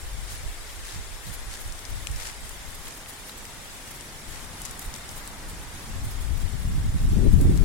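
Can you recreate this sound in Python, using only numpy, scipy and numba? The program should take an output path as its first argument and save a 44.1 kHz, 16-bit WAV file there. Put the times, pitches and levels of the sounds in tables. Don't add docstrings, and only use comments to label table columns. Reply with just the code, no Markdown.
import sys
import numpy as np
from scipy import signal
from scipy.fft import rfft, irfft, next_fast_len
from scipy.io import wavfile
from scipy.ndimage import uniform_filter1d
from numba import njit

SR = 44100
rng = np.random.default_rng(int(sys.argv[2]) if len(sys.argv) > 2 else 0)


def generate_wav(signal):
    frames = np.transpose(np.atleast_2d(signal))
    scaled = np.clip(frames, -1, 1) * 32767
    pcm = np.round(scaled).astype(np.int16)
    wavfile.write(sys.argv[1], SR, pcm)


N = 337012
TIME = np.arange(N) / SR
SIZE = next_fast_len(N + 8192, True)
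FREQ = np.maximum(np.arange(SIZE // 2 + 1) * SR / SIZE, 1)
SIDES = np.array([[.5], [-.5]])
TOP_HZ = 15900


def undb(db):
    return np.exp(np.asarray(db) * (np.log(10) / 20))


def unit(x):
    return x / np.sqrt(np.mean(x ** 2))


def fading(t, t60):
    return np.exp(-np.log(1000) * t / t60)


def curves(table):
    times, *columns = np.transpose(table)
    return [np.interp(TIME, times, column) for column in columns]


def response(points):
    hz, db = np.transpose(points)
    return np.interp(np.log(FREQ), np.log(hz), db)


def filtered(x, gain):
    return irfft(rfft(x, SIZE) * gain, SIZE)[..., :N]


def walk(rate):
    hold = max(int(SR / rate), 2)
    steps = np.repeat(rng.standard_normal(N // hold + 1), hold)
    return unit(uniform_filter1d(uniform_filter1d(steps, hold), hold)[:N])


def add(out, s, sound):
    i = min(max(int(s * SR), 0), N - 1)
    out[:, i:i + sound.shape[1]] += sound[:, :N - i]


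def diffuse(colour, alike_hz):
    coherence = 1 / (1 + (FREQ / alike_hz) ** 2)
    mid, side = rng.standard_normal((2, len(FREQ))) + 1j * rng.standard_normal((2, len(FREQ)))
    spectra = mid * np.sqrt(1 + coherence) + 2 * SIDES * side * np.sqrt(1 - coherence)
    return unit(irfft(spectra * undb(response(colour)), SIZE)[:, :N])


def swells(rows, rise_share=1):
    power = np.zeros((2, N))
    for peak_s, fall_s, db, pan_db in rows:
        start = max(peak_s - 3 * fall_s, 0)
        t = start + TIME[:int(6 * fall_s * SR)]
        width = fall_s * np.where(t < peak_s, rise_share, 1)
        bell = np.exp(-.5 * ((t - peak_s) / width) ** 2)
        add(power, start, (undb(db + pan_db * SIDES) * bell) ** 2)
    return np.sqrt(power)


def shimmer(x, depth_db, above_hz, size):
    hz, _, bands = signal.stft(x, SR, nperseg=size)
    spread_db = depth_db / (1 + (above_hz / (hz[:, None] + 1)) ** 2)
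    gain = undb(spread_db * np.tanh(rng.standard_normal(bands.shape[1:])))
    gain = gain / np.sqrt(np.mean(gain ** 2, axis=1, keepdims=True))
    return unit(signal.istft(bands * gain, SR, nperseg=size)[1][:, :N])


@njit
def low_pass(x, hz, damping):
    y, band, low = np.empty(len(x)), 0., 0.
    for i in range(len(x)):
        g = np.tan(np.pi * min(hz[i], .4 * SR) / SR)
        v = (band + g * (x[i] - low)) / (1 + g * (g + damping))
        y[i] = low + g * v
        band, low = 2 * v - band, 2 * y[i] - low
    return y


# f/Hz, level/dB
RIVER_SPECTRUM = [(20, 4.5), (50, 1), (85, 4.5), (130, 0.5), (190, -1.5), (260, -3), (420, -14.5),
                  (700, -19), (1500, -17), (4000, -55)]
# t/s, level/dB
RIVER_LEVEL = [(0, -58), (2.2, -52), (3.3, -49.5), (5.2, -45), (7.64, -43.5)]


def river():
    return diffuse(RIVER_SPECTRUM, alike_hz=915) * undb(curves(RIVER_LEVEL)[0] + walk(5.94))


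# t/s, level/dB, pan/dB
BUSH_LEVEL = [(0, -47.5, 1), (.7, -47, 2), (1.3, -47, 3), (2, -46.5, 1), (3.3, -48, 0.5), (4.8, -47, 0.5),
              (6, -47.5, 0), (7.64, -48, .5)]


def bush_level():
    level_db, pan_db = curves(BUSH_LEVEL)
    return level_db + pan_db * SIDES


# f/Hz, level/dB
HISS_SPECTRUM = [(700, -10), (1500, -1), (2100, 2), (2700, -1), (3600, 0.5), (4300, -2.5), (5200, -1),
                 (6100, -3), (7500, -1), (9500, -2.5), (11000, -6), (13000, -11), (16000, -17)]
WASH_SPECTRUM = [(150, -10), (350, 2), (550, 1), (850, 1.5), (1200, -1), (1900, -3), (2700, -25),
                 (5000, -24), (12000, -26)]
CROWN_SPECTRUM = [(200, -28), (550, -8.5), (830, 0), (1100, -.5), (1500, -5.5), (2000, -6.5), (3500, -30),
                  (8000, -53)]
# t/s, level/dB
CROWN_LEVEL = [(0, -64), (1, -69), (1.4, -56.5), (4.2, -58), (4.6, -50), (5.3, -49.5), (5.6, -52.5),
               (6.2, -52.5), (6.8, -61), (7.64, -52)]


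def far_rain(bush_db, wash_db):
    hiss = shimmer(diffuse(HISS_SPECTRUM, alike_hz=845), depth_db=11.5, above_hz=1960, size=1024)
    hiss *= undb(bush_db + 3.5 + 0.46 * walk(20))
    wash = diffuse(WASH_SPECTRUM, alike_hz=830) * undb(wash_db + 0.089 * walk(13))
    crowns = diffuse(CROWN_SPECTRUM, alike_hz=700) * undb(curves(CROWN_LEVEL)[0] + 0.36 * walk(8.9))
    return hiss + wash + crowns


# f/Hz, level/dB
SPRAY_SPECTRUM = [(1000, -10), (3000, -2.5), (5500, -3), (7500, 2.5), (9500, 4.5), (11500, 1.5), (13500, 0),
                  (16000, -2)]
# peak t/s, half width/s, level/dB
SPATTERS = [(0.016, .018, -53), (0.316, .015, -45), (0.346, .014, -45), (.865, .018, -48),
            (1.28, 0.027, -46), (1.339, .014, -41), (1.54, .012, -51), (1.613, .015, -42),
            (1.678, .008, -46), (1.903, .01, -45), (2.24, 0.036, -48), (2.41, .012, -52),
            (2.753, .006, -40), (2.882, 0.0045, -38), (2.974, .006, -42), (3.094, .012, -40.5),
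            (3.138, .012, -44.5), (3.198, .008, -49), (3.288, 0.0099, -43), (3.382, .007, -42.5),
            (3.88, 0.013, -45), (3.913, .005, -38.5), (3.957, 0.014, -43), (4.06, .008, -48),
            (4.293, .008, -45), (4.45, .01, -50), (4.822, 0.0095, -39), (4.855, .012, -41),
            (4.975, .02, -48), (5.116, .007, -43), (5.176, .018, -42), (5.5, .013, -41.5),
            (6.052, 0.014, -43), (6.116, 0.0081, -41.5), (6.218, 0.011, -42), (6.377, .008, -43),
            (6.414, 0.01, -44), (7.036, .008, -48), (7.334, .012, -41), (7.422, 0.03, -43.5),
            (7.57, .008, -44)]


def spray(grain_db):
    grains = rng.standard_normal((2, N)) * undb(grain_db * walk(1500))
    droplets = filtered(grains, undb(response(SPRAY_SPECTRUM)))
    droplets = shimmer(droplets, depth_db=16, above_hz=2600, size=512)
    thinning_db = 0.5 * np.maximum(TIME - 2.4, 0)
    showers = undb(-54.5 + 6.5 * np.tanh(walk(30)) - thinning_db)
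    spatters = swells([(s, half_s, db, 0) for s, half_s, db in SPATTERS])
    return droplets * np.hypot(showers, spatters) * undb(np.tanh(walk(110)))


# f/Hz, level/dB
SWISH_SPECTRUM = [(300, -2), (900, 3.5), (2000, 9), (3000, 5.5), (4500, 7), (7500, 7), (10000, 4),
                  (13000, -5), (16000, -36)]
# peak t/s, fall time/s, level/dB, pan/dB
FOLIAGE_SWISHES = [(.305, 0.079, -43.5, 3), (.87, 0.072, -41, 1.5), (1.29, 0.083, -49.5, 3),
                   (1.525, 0.049, -41, 1), (2.205, 0.068, -39.5, 3.5), (2.265, 0.053, -39.5, 2),
                   (2.87, 0.082, -45.5, -1), (4.34, 0.063, -44, 3), (4.66, .04, -44, 5),
                   (4.95, 0.028, -49, 8)]


def foliage(grain_db):
    scratches = rng.standard_normal((2, N)) * undb(grain_db * walk(700) + 1.8 * np.tanh(walk(90)))
    rustle = unit(filtered(scratches, undb(response(SWISH_SPECTRUM))))
    return rustle * swells(FOLIAGE_SWISHES, rise_share=0.39)


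# t/s, left level/dB, right level/dB
BREEZE_LEVEL = [(0, -33.5, -35.5), (.7, -39, -40), (2.4, -40, -43), (3.1, -47.5, -45.5),
                (4.1, -45.5, -46.5), (5.8, -41, -40.5), (5.96, -30, -39), (6.2, -27, -37),
                (6.56, -27.5, -40.5), (6.7, -25, -25), (7, -28.5, -26.5), (7.13, -22.5, -23.5),
                (7.3, -18, -26), (7.47, -19.5, -19), (7.64, -18.5, -28)]
# peak t/s, fall time/s, level/dB, pan/dB
WIND_GUSTS = [(.15, 0.12, -39, 12.5), (.32, 0.019, -38.5, -12), (.44, 0.043, -37.5, -6),
              (.79, 0.04, -44, -12), (.965, 0.06, -35, -9), (1.12, 0.028, -44.5, -14),
              (1.28, 0.035, -36.5, -13), (1.38, 0.052, -38, 6), (1.48, 0.044, -36, -5),
              (1.67, 0.028, -38, -16), (1.93, 0.094, -40, 21), (2.02, 0.13, -38, 10),
              (2.125, 0.047, -31.5, -5), (2.23, 0.051, -45, -10), (2.44, 0.03, -41, -10),
              (2.54, 0.035, -45.5, 14), (2.71, 0.1, -43.5, 17), (4.3, 0.13, -44.5, 12),
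              (4.68, 0.036, -40, 2), (4.87, 0.025, -34.5, 0), (5.14, 0.039, -38.5, 9), (5.5, 0.14, -40, 6),
              (5.96, 0.023, -36, 9), (6.045, 0.034, -32, -3), (6.32, 0.041, -31, 17),
              (6.425, 0.04, -32.5, 16.5), (6.535, 0.026, -34, 23.5), (6.64, 0.043, -32, 8),
              (6.71, .025, -31.5, 12), (6.755, 0.05, -33, -9), (6.85, 0.026, -29, 18),
              (6.95, 0.013, -24.5, -10.5), (7.04, 0.048, -26, 1), (7.175, 0.037, -26.5, 18),
              (7.26, 0.044, -21.5, 16), (7.345, 0.036, -17.5, 4.5), (7.42, 0.064, -23, -11.5),
              (7.53, .06, -26, 8)]
GUST_RISE_SHARE = 0.47


def wind_level():
    breeze = undb([db + 0.63 * walk(12) for db in curves(BREEZE_LEVEL)])
    return 20 * np.log10(np.hypot(breeze, swells(WIND_GUSTS, GUST_RISE_SHARE)))


def wind(db, corner_hz, db_per_octave, body_hz, thump):
    buffets = np.tanh(walk(28))
    octaves = (db + 18.5) / db_per_octave + 0.33 * buffets + 0.088 * walk(18)
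    spectrum = 1 / np.sqrt((1 + (FREQ / body_hz) ** 2) * (1 + (14 / FREQ) ** 4))
    eddies = filtered(rng.standard_normal(N), spectrum)
    for _ in range(2):
        eddies = low_pass(eddies, corner_hz * 2 ** octaves, damping=1.71)
    speed = unit(eddies)
    pressure = speed + thump * (speed ** 2 - 1)
    return unit(pressure) * undb(db - 0.5 * buffets)


# f/Hz, level/dB
TEARING_SPECTRUM = [(80, -7), (160, 1), (280, 0), (380, -2), (480, -14), (700, -22), (1400, -48),
                    (4000, -80)]
# peak t/s, fall time/s, level/dB, pan/dB
BLASTS = [(7.11, 0.062, -40.5, 8), (7.185, 0.046, -30.5, 17), (7.265, 0.019, -30.5, 22.5),
          (7.35, .025, -38, 13), (7.42, 0.051, -30.5, -13), (7.51, 0.031, -33.5, 20.5),
          (7.62, .033, -38.5, 20)]


def tearing():
    eddies = unit(filtered(rng.standard_normal((2, N)), undb(response(TEARING_SPECTRUM))))
    return eddies * swells(BLASTS, GUST_RISE_SHARE) * undb(3.7 * np.tanh(walk(70)))


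# f/Hz, level/dB
DROP_SPECTRUM = [(700, -3), (2000, 12), (3500, -11), (4500, -12), (7500, -3), (10000, 5.5), (13000, -6),
                 (16000, 8)]


def drops(count, low_hz, high_hz, ring_s, glide, crack, spread_db, pan_db):
    when, size, pitch, side, wetness = rng.random((count, 5)).T[:, :, None]
    t = TIME[:min(int(ring_s * SR), 2048)]
    hz = np.minimum(low_hz * (high_hz / low_hz) ** pitch, TOP_HZ)
    ring = np.sin(2 * np.pi * hz * t * (1 + glide * t / ring_s))
    noise = crack * rng.standard_normal((count, len(t)))
    db = -spread_db * np.log(size + 0.021)
    sounds = (ring + noise) * undb(db) * fading(t, ring_s * (.5 + wetness))
    out = np.zeros((2, N))
    for s, sound, pan in zip(when[:, 0] * N / SR, sounds, pan_db * (2 * side - 1)):
        add(out, s, sound * undb(pan * SIDES))
    return unit(filtered(out, undb(response(DROP_SPECTRUM))))


def bubbles(bush_db):
    pings = drops(count=800, low_hz=2770, high_hz=14050, ring_s=0.05, glide=0.02,
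                  crack=0, spread_db=1.5, pan_db=39)
    return pings * undb(bush_db - 13.5)


def patter(bush_db):
    ticks = drops(count=1000, low_hz=3300, high_hz=12660, ring_s=0.0046, glide=0,
                  crack=0.48, spread_db=3, pan_db=28)
    return ticks * undb(bush_db - 12.5 + walk(26))


def leaf(blow, hz):
    edges = np.clip([hz / 1.38, hz * 1.34], 100, .45 * SR)
    hit = signal.sosfilt(signal.butter(2, edges, "band", fs=SR, output="sos"), blow)
    return hit / np.abs(hit).max(axis=1, keepdims=True)


# t/s, level/dB, f/Hz, pan/dB, splash decay/s, relative snap level/dB
FAT_DROPS = [(1.723, -23, 6900, 5, .009, -16), (1.7914, -22, 7460, 14, 0.0036, -13),
             (1.8525, -21, 5530, 13, .003, -11), (2.0709, -11.5, 7500, 33, 0.0033, -3.5),
             (2.1154, -20, 7200, 13, .003, -15), (2.161, -21.5, 7000, 8, .007, -10),
             (2.27, -21, 6500, 9, .005, -20), (2.493, -22.5, 8900, 8, 0.0046, -18),
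             (2.705, -29, 8000, 3, .005, -7), (2.872, -29, 3300, 3, .014, -9),
             (3.06, -31.5, 2400, 3, .018, -15), (3.295, -26.5, 3500, 10, .009, -4),
             (3.453, -24.5, 6300, 5, .004, -3), (4.0093, -21, 7200, 10, .003, -13),
             (4.618, -18, 9200, 8, .004, -18), (4.652, -15.5, 7560, 8, .004, -15),
             (4.657, -19.5, 7600, 9, 0.0092, -13), (4.665, -28, 8200, 5, .004, -3),
             (4.7108, -22, 9100, 15, .004, -17), (4.793, -20.5, 10200, -4, 0.018, -12),
             (4.94, -21, 6400, 8, .005, -9), (4.953, -26.5, 8800, 10, .006, 0),
             (4.961, -25.5, 8000, 4, .007, -13), (5.091, -27, 6400, 2, .02, -15),
             (5.276, -19.5, 8300, 3, .0035, -15), (7.412, -23, 8550, 5, .013, -16),
             (7.575, -22, 8500, 16, .004, -6)]


def smacks(body_ratio):
    out, t = np.zeros((2, N)), TIME[:4096]
    impact = 4 * (t == 0)
    for s, db, hz, pan_db, splash_s, snap_db in FAT_DROPS:
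        splash, flap, droplets, sizes = rng.standard_normal((4, 2, len(t)))
        crackle = droplets * undb(7.7 * sizes - 15.5) * fading(t, t60=0.032)
        blow = impact + splash * fading(t, splash_s) + crackle
        snap = 0.59 * impact + flap * fading(t, t60=0.0038)
        hit = leaf(blow, hz) + undb(snap_db) * leaf(snap, hz * body_ratio)
        add(out, s, hit * undb(db + pan_db * SIDES - abs(pan_db) / 2))
    return out


# f/Hz, left minus right level/dB
PORT_DIFFERENCE = [(300, -0.5), (700, 0.5), (1200, 1), (2000, 4), (2700, -1.5), (3600, 2), (4500, -0.5),
                   (7500, 2), (10000, 0), (12500, -3), (15500, -2.5)]


def scene():
    bush_db = bush_level()
    rain = far_rain(bush_db, wash_db=-49.5) + patter(bush_db) + bubbles(bush_db) + spray(grain_db=2)
    ambience = rain + river() + foliage(grain_db=3)
    ambience = filtered(ambience, undb(SIDES * response(PORT_DIFFERENCE)))
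    rumble = np.array([wind(db, corner_hz=264, db_per_octave=12.5, body_hz=53.4, thump=0.12)
                       for db in wind_level()])
    return ambience + smacks(body_ratio=0.42) + rumble + tearing()


def record(dry):
    bass_cut = signal.butter(2, 11, "high", fs=SR, output="sos")
    treble_cut = signal.ellip(10, .1, 80, TOP_HZ, fs=SR, output="sos")
    rounded = .9 * np.tanh(signal.sosfilt(bass_cut, dry) / .9)
    return signal.sosfilt(treble_cut, rounded)


dry = scene()
out = record(dry)
generate_wav(out)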